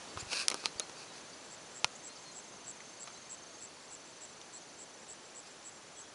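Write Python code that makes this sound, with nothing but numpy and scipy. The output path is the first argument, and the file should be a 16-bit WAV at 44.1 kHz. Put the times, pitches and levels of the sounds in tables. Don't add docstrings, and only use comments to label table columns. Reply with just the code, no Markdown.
import sys
import numpy as np
from scipy import signal
from scipy.fft import rfft, irfft
from scipy.io import wavfile

SR = 44100
rng = np.random.default_rng(int(sys.argv[2]) if len(sys.argv) > 2 else 0)


def digitize_waveform(pressure):
    field = np.atleast_2d(pressure).T
    bounded = np.clip(field, -1, 1)
    quanta = np.round(bounded * 32767).astype(np.int16)
    wavfile.write(sys.argv[1], SR, quanta)


N = 270774
TIME = np.arange(N) / SR


def from_db(db):
    return 10 ** (np.asarray(db) / 20)


def add(out, t, sound):
    start = int(np.clip(round(t * SR), 0, N))
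    out[start:start + len(sound)] += sound[:N - start]


def fade(t60):
    return np.exp(-np.log(1000) * TIME[:SR // 4] / t60)


def ring(hz, t60):
    return np.sin(2 * np.pi * hz * TIME[:SR // 4]) * fade(t60)


def low_cut(x, hz, order=1):
    return signal.sosfilt(signal.butter(order, hz, "high", fs=SR, output="sos"), x + 1e-18)


def whistle(length, start_hz, middle_hz, end_hz, taper):
    progress = np.linspace(0, 1, max(int(length * SR), 8))
    hz = np.polyval(np.polyfit([0, .5, 1], [start_hz, middle_hz, end_hz], 2), progress)
    envelope = np.abs(np.sin(np.pi * progress)) ** taper
    return envelope * np.sin(2 * np.pi * np.cumsum(hz) / SR)


def through_grass(x, scatter_db, t60):
    tail = rng.standard_normal(SR // 4) * fade(t60)
    return x + from_db(scatter_db) * signal.fftconvolve(x, tail / np.linalg.norm(tail))[:N]


def air(settled_db=-54, early_db=5, settle_s=1.87):
    # f/Hz, relative spectral level/dB
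    spectrum = [(20, -21), (45, -17), (80, -9), (140, -3), (300, 0.5), (550, 1), (1000, -1.26), (2000, -6),
                (3400, -7.5), (4300, -7.5), (5200, -8), (6300, -7), (8300, -13.5), (8900, -15), (9250, -13),
                (11000, -18)]
    hz, db = np.transpose(spectrum)
    gain = from_db(np.interp(np.log(np.fft.rfftfreq(N, 1 / SR) + 1), np.log(hz), db))
    wash = irfft(rfft(rng.standard_normal(N)) * gain, N)
    return from_db(settled_db + early_db * np.exp(-TIME / settle_s)) * wash / np.std(wash)


def birds():
    # t/s, duration/s, start f/Hz, middle f/Hz, end f/Hz, level/dB
    notes = [(.078, 0.043, 4360, 4620, 4280, -57), (0.191, 0.025, 6200, 7150, 7450, -42.5),
             (0.494, .016, 5200, 5220, 4900, -48), (0.647, .036, 4240, 4120, 4180, -44),
             (.779, .016, 4450, 4650, 4700, -49), (0.809, .03, 4150, 4260, 4150, -51),
             (0.963, 0.031, 4550, 4670, 4720, -54), (1.068, .07, 4080, 3910, 3930, -58),
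             (1.325, 0.021, 4260, 4700, 5220, -54), (1.95, 0.018, 6200, 7100, 8200, -47.5),
             (2.087, 0.049, 4030, 4220, 4180, -57), (2.153, 0.027, 5650, 5050, 4180, -51),
             (2.24, .095, 4290, 4220, 3990, -56.5), (2.31, 0.022, 6100, 6900, 7600, -51),
             (3.143, .046, 3950, 4060, 4170, -59), (4.53, 0.055, 4030, 4150, 4400, -59.5),
             (5.955, 0.043, 3350, 3360, 3340, -61), (5.965, .022, 5950, 6000, 6150, -54),
             (6.005, .03, 6300, 6370, 6420, -51), (6.025, 0.066, 3360, 3340, 3320, -63)]
    out = np.zeros(N)
    for t, length, start_hz, middle_hz, end_hz, db in notes:
        add(out, t, from_db(db) * whistle(length, start_hz, middle_hz, end_hz, taper=.65))
    return through_grass(out, scatter_db=-7, t60=.08)


def stroke(length, hz, rise, fall, waver, spread_db=.8, taper=.21):
    hz = hz * (1 + waver * rng.normal())
    gain = from_db(spread_db * rng.normal())
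    return gain * whistle(length, hz * (1 - rise), hz, hz * (1 - fall), taper)


def far_chirps(starts, hz, waver, strokes=6, period_s=.0105):
    out = np.zeros(N)
    for t in starts:
        for k in range(strokes):
            add(out, t + k * period_s, stroke(.008, hz, rise=.03, fall=.04, waver=waver))
    return out


def far_crickets(far_db=-59, hidden_db=-66):
    far_starts = [0.118, 1.431, 1.70, 2.18, 2.442, 2.884, 3.119, 3.56, 3.812, 4.052, 4.275, 4.757, 4.987,
                  5.231, 5.471, 5.728]
    hidden_starts = [1.26, 1.90, 2.199, 2.50, 2.82, 3.17, 3.51, 4.58]
    hidden = through_grass(far_chirps(hidden_starts, hz=6700, waver=.025), scatter_db=7, t60=.06)
    far = far_chirps(far_starts, hz=7630, waver=.006)
    return from_db(far_db) * far + from_db(hidden_db) * hidden


def trill(start, end, per_s, hz, length, rise, fall, waver=.009, taper=.63, jitter_s=.0007):
    out = np.zeros(N)
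    for t in np.arange(start, end, 1 / per_s):
        onset = t - length / 2 + jitter_s * rng.normal()
        add(out, onset, stroke(length, hz, rise, fall, waver, taper=taper))
    return out


def low_trill(swell_s=.15, swell_db=2):
    moments = np.arange(0, N / SR + swell_s, swell_s)
    swell = from_db(swell_db * np.interp(TIME, moments, rng.standard_normal(len(moments))))
    return swell * trill(0, N / SR, per_s=55.2, hz=4440, length=.012, rise=-.065, fall=.1, waver=.012)


def turned(level_db, loss_db):
    # t/s, fraction of the full turn
    turns = [(0, 0.7), (1.2, 0.2), (2.2, 0.4), (3.0, 0.14), (4.6, 0.13), (5.3, 0.77), (6.14, 1)]
    turn = np.interp(TIME, *np.transpose(turns))
    return from_db(level_db - loss_db * turn)


def trillers():
    # start t/s, end t/s, stroke rate/Hz, f/Hz, relative level/dB
    bouts = [(.025, 1.97, 24.35, 6220, -3.5), (1.998, 3.70, 24.45, 6350, -.5),
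             (3.890, 6.14, 24.64, 6150, -3.3)]
    loud = np.zeros(N)
    for start, end, per_s, hz, db in bouts:
        loud += from_db(db) * trill(start, end, per_s, hz, length=.031, rise=.0744, fall=.12, taper=1)
    high = trill(.047, N / SR, per_s=19.19, hz=7200, length=.022, rise=.0546, fall=.13)
    faint = trill(0, N / SR, per_s=21.5, hz=5670, length=.016, rise=.08, fall=.15, waver=.019)
    nearer = turned(-52, loss_db=6) * loud
    nearer += turned(-59, loss_db=-1.5) * high
    nearer += turned(-57.5, loss_db=15) * low_trill()
    nearer = through_grass(nearer, scatter_db=-16, t60=.04)
    farthest = through_grass(from_db(-64.5) * faint, scatter_db=-5.5, t60=.052)
    return nearer + farthest


def hand_bumps(t60=.041, onset_s=.00082):
    # t/s, level/dB, f/Hz
    bumps = [(.158, -39, 78), (0.17, -35, 99), (.225, -35, 99), (0.265, -41, 82), (0.516, -40, 284),
             (0.541, -38, 380), (0.756, -42.5, 76.4), (.798, -37, 578), (1.847, -39, 133)]
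    onset = 1 - np.exp(-TIME[:SR // 4] / onset_s)
    out = np.zeros(N)
    for t, db, hz in bumps:
        thump = ring(hz, t60) * onset
        add(out, t, from_db(db) * low_cut(low_cut(thump, hz=45), hz=45))
    return out


def case_noise():
    # f/Hz, bandwidth/Hz, relative gain/dB
    resonances = [(570, 330, -4.5), (1140, 410, -2), (1526, 450, 3), (2555, 450, 8), (4340, 800, 5.5),
                  (4870, 2400, 4), (6450, 850, -4), (8950, 3500, -5)]
    out = np.zeros(N)
    for hz, width, db in resonances:
        b, a = signal.iirpeak(hz, hz / width, fs=SR)
        out += from_db(db) * signal.lfilter(b, a, signal.lfilter(b, a, rng.standard_normal(N)))
    return out / np.std(out)


def finger_slides(rise_db_per_s=428, fall_db_per_s=470, grain_db=2.5):
    # t/s, duration/s, level/dB
    slides = [(0.201, 0.0082, -46.5), (0.327, 0.096, -36.5), (.553, 0.047, -53.5), (0.656, 0.0045, -46),
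              (0.985, 0.05, -54.5), (1.152, .031, -55.5), (5.469, .0081, -56.5)]
    envelope = np.zeros(N)
    for start, length, db in slides:
        before = np.maximum(start - TIME, 0)
        after = np.maximum(TIME - start - length, 0)
        envelope += from_db(db - rise_db_per_s * before - fall_db_per_s * after)
    moments = TIME[::100]
    catches = np.interp(TIME, moments, rng.standard_normal(len(moments)))
    return envelope * from_db(grain_db * catches) * case_noise()


def shell(edge_hz, spread_db=2.8):
    # f/Hz, relative level/dB, t60/s
    modes = [(450, -18.5, 0.016), (630, -17.5, 0.007), (950, -15.5, 0.0083), (1260, -11, 0.013),
             (1396, -30, 0.039), (2530, -16, 0.0048), (3200, -11.5, 0.0028), (3970, -14, 0.0044),
             (5500, -10.5, 0.0027)]
    ringing = sum(from_db(db + spread_db * rng.normal()) * ring(hz, t60) for hz, db, t60 in modes)
    return low_cut(ringing, edge_hz, order=2)


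def case_clicks(crack_db_per_octave=42, rattle_limit_db=-33.5, rattle_t60=.039):
    # t/s, snap level/dB, snap f/Hz, snap t60/s, body level/dB, body's lower edge f/Hz
    clicks = [(.174, -29, 1030, 0.019, -28.5, 400), (.324, -28, 700, 0.018, -31, 504),
              (.331, -29.5, 2950, 0.014, -19, 500), (.4831, -2.5, 5560, 0.0015, -27, 1510),
              (.5015, -15, 5900, 0.0009, -31, 500), (.503, -26, 4230, 0.007, -45, 500),
              (0.5146, -30, 2200, 0.016, -21.5, 300), (0.5213, -34, 2200, .0067, -26.5, 350),
              (0.5435, -16.5, 5600, 0.0011, -25, 280), (0.639, -42, 4100, .005, -31.5, 450),
              (0.658, -10.5, 4420, 0.0024, -14, 700), (0.7975, -17, 6550, .0048, -33.5, 300),
              (.802, -25, 3800, 0.0077, -33, 400), (0.896, -38, 4480, .004, -35, 400),
              (1.845, -11, 4330, 0.0023, -9, 900), (1.845, -19, 2820, 0.0055, -36, 1000),
              (2.805, -36, 2060, 0.008, -43, 700), (3.074, -40, 5500, .001, -39, 900),
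              (3.075, -35.5, 2030, .0055, -36, 900), (3.08, -40, 1150, .008, -38, 900),
              (3.103, -40, 1330, .01, -45, 900), (4.415, -39.5, 3700, 0.0063, -40, 700)]
    out = np.zeros(N)
    for t, snap_db, snap_hz, snap_t60, body_db, edge_hz in clicks:
        crack_db = snap_db - 9.5 + crack_db_per_octave * np.log2(snap_hz / 5340)
        snap = from_db(snap_db) * ring(snap_hz, snap_t60)
        crack = from_db(crack_db) * ring(hz=9450, t60=.0017)
        contact = low_cut(snap + crack, hz=1450, order=2)
        body = shell(edge_hz)
        add(out, t, contact + from_db(body_db) * body)
        rattle_db = min(body_db - 10, rattle_limit_db)
        chatter = rng.standard_normal(len(body)) * fade(rattle_t60)
        rattle = signal.fftconvolve(chatter, body / np.linalg.norm(body))
        add(out, t, from_db(rattle_db) * rattle)
    return out


def near_cricket(base_hz=7734, climb_hz_per_s=31, period_s=.00825, jitter_s=.0003):
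    # t/s, level/dB, number of strokes
    chirps = [(1.505, -46, 6), (1.747, -43.5, 7), (2.039, -42, 7), (2.348, -42, 7), (2.664, -39, 7),
              (2.999, -40, 6), (3.297, -39, 7), (3.609, -40.5, 7), (3.909, -42, 6), (4.211, -42, 6),
              (4.530, -42.5, 7), (4.788, -43, 7), (5.083, -41.5, 7), (5.352, -42, 7), (5.644, -42, 7),
              (5.967, -43.5, 7)]
    crest_db, crest_s, swell_db = -.5, .03, 6
    out = np.zeros(N)
    for t, db, strokes in chirps:
        hz = base_hz + climb_hz_per_s * t
        for k in range(round(strokes)):
            delay = k * period_s
            length = .0047 if k else .0023
            stroke_db = crest_db - swell_db * (delay / crest_s - 1) ** 2
            onset = t + delay - length / 2 + jitter_s * rng.normal()
            pulse = stroke(length, hz, rise=.07, fall=.09, waver=.006, spread_db=.55)
            add(out, onset, from_db(db + stroke_db) * pulse)
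    return through_grass(out, scatter_db=-11.5, t60=.031)


def scene():
    field = near_cricket() + far_crickets() + trillers() + birds()
    handling = case_clicks() + finger_slides() + hand_bumps()
    return (field + handling + air())[None]


def record(dry, cutoff_hz=10900):
    return signal.sosfilt(signal.ellip(8, .3, 50, cutoff_hz, fs=SR, output="sos"), dry)


dry = scene()
out = record(dry)
digitize_waveform(out)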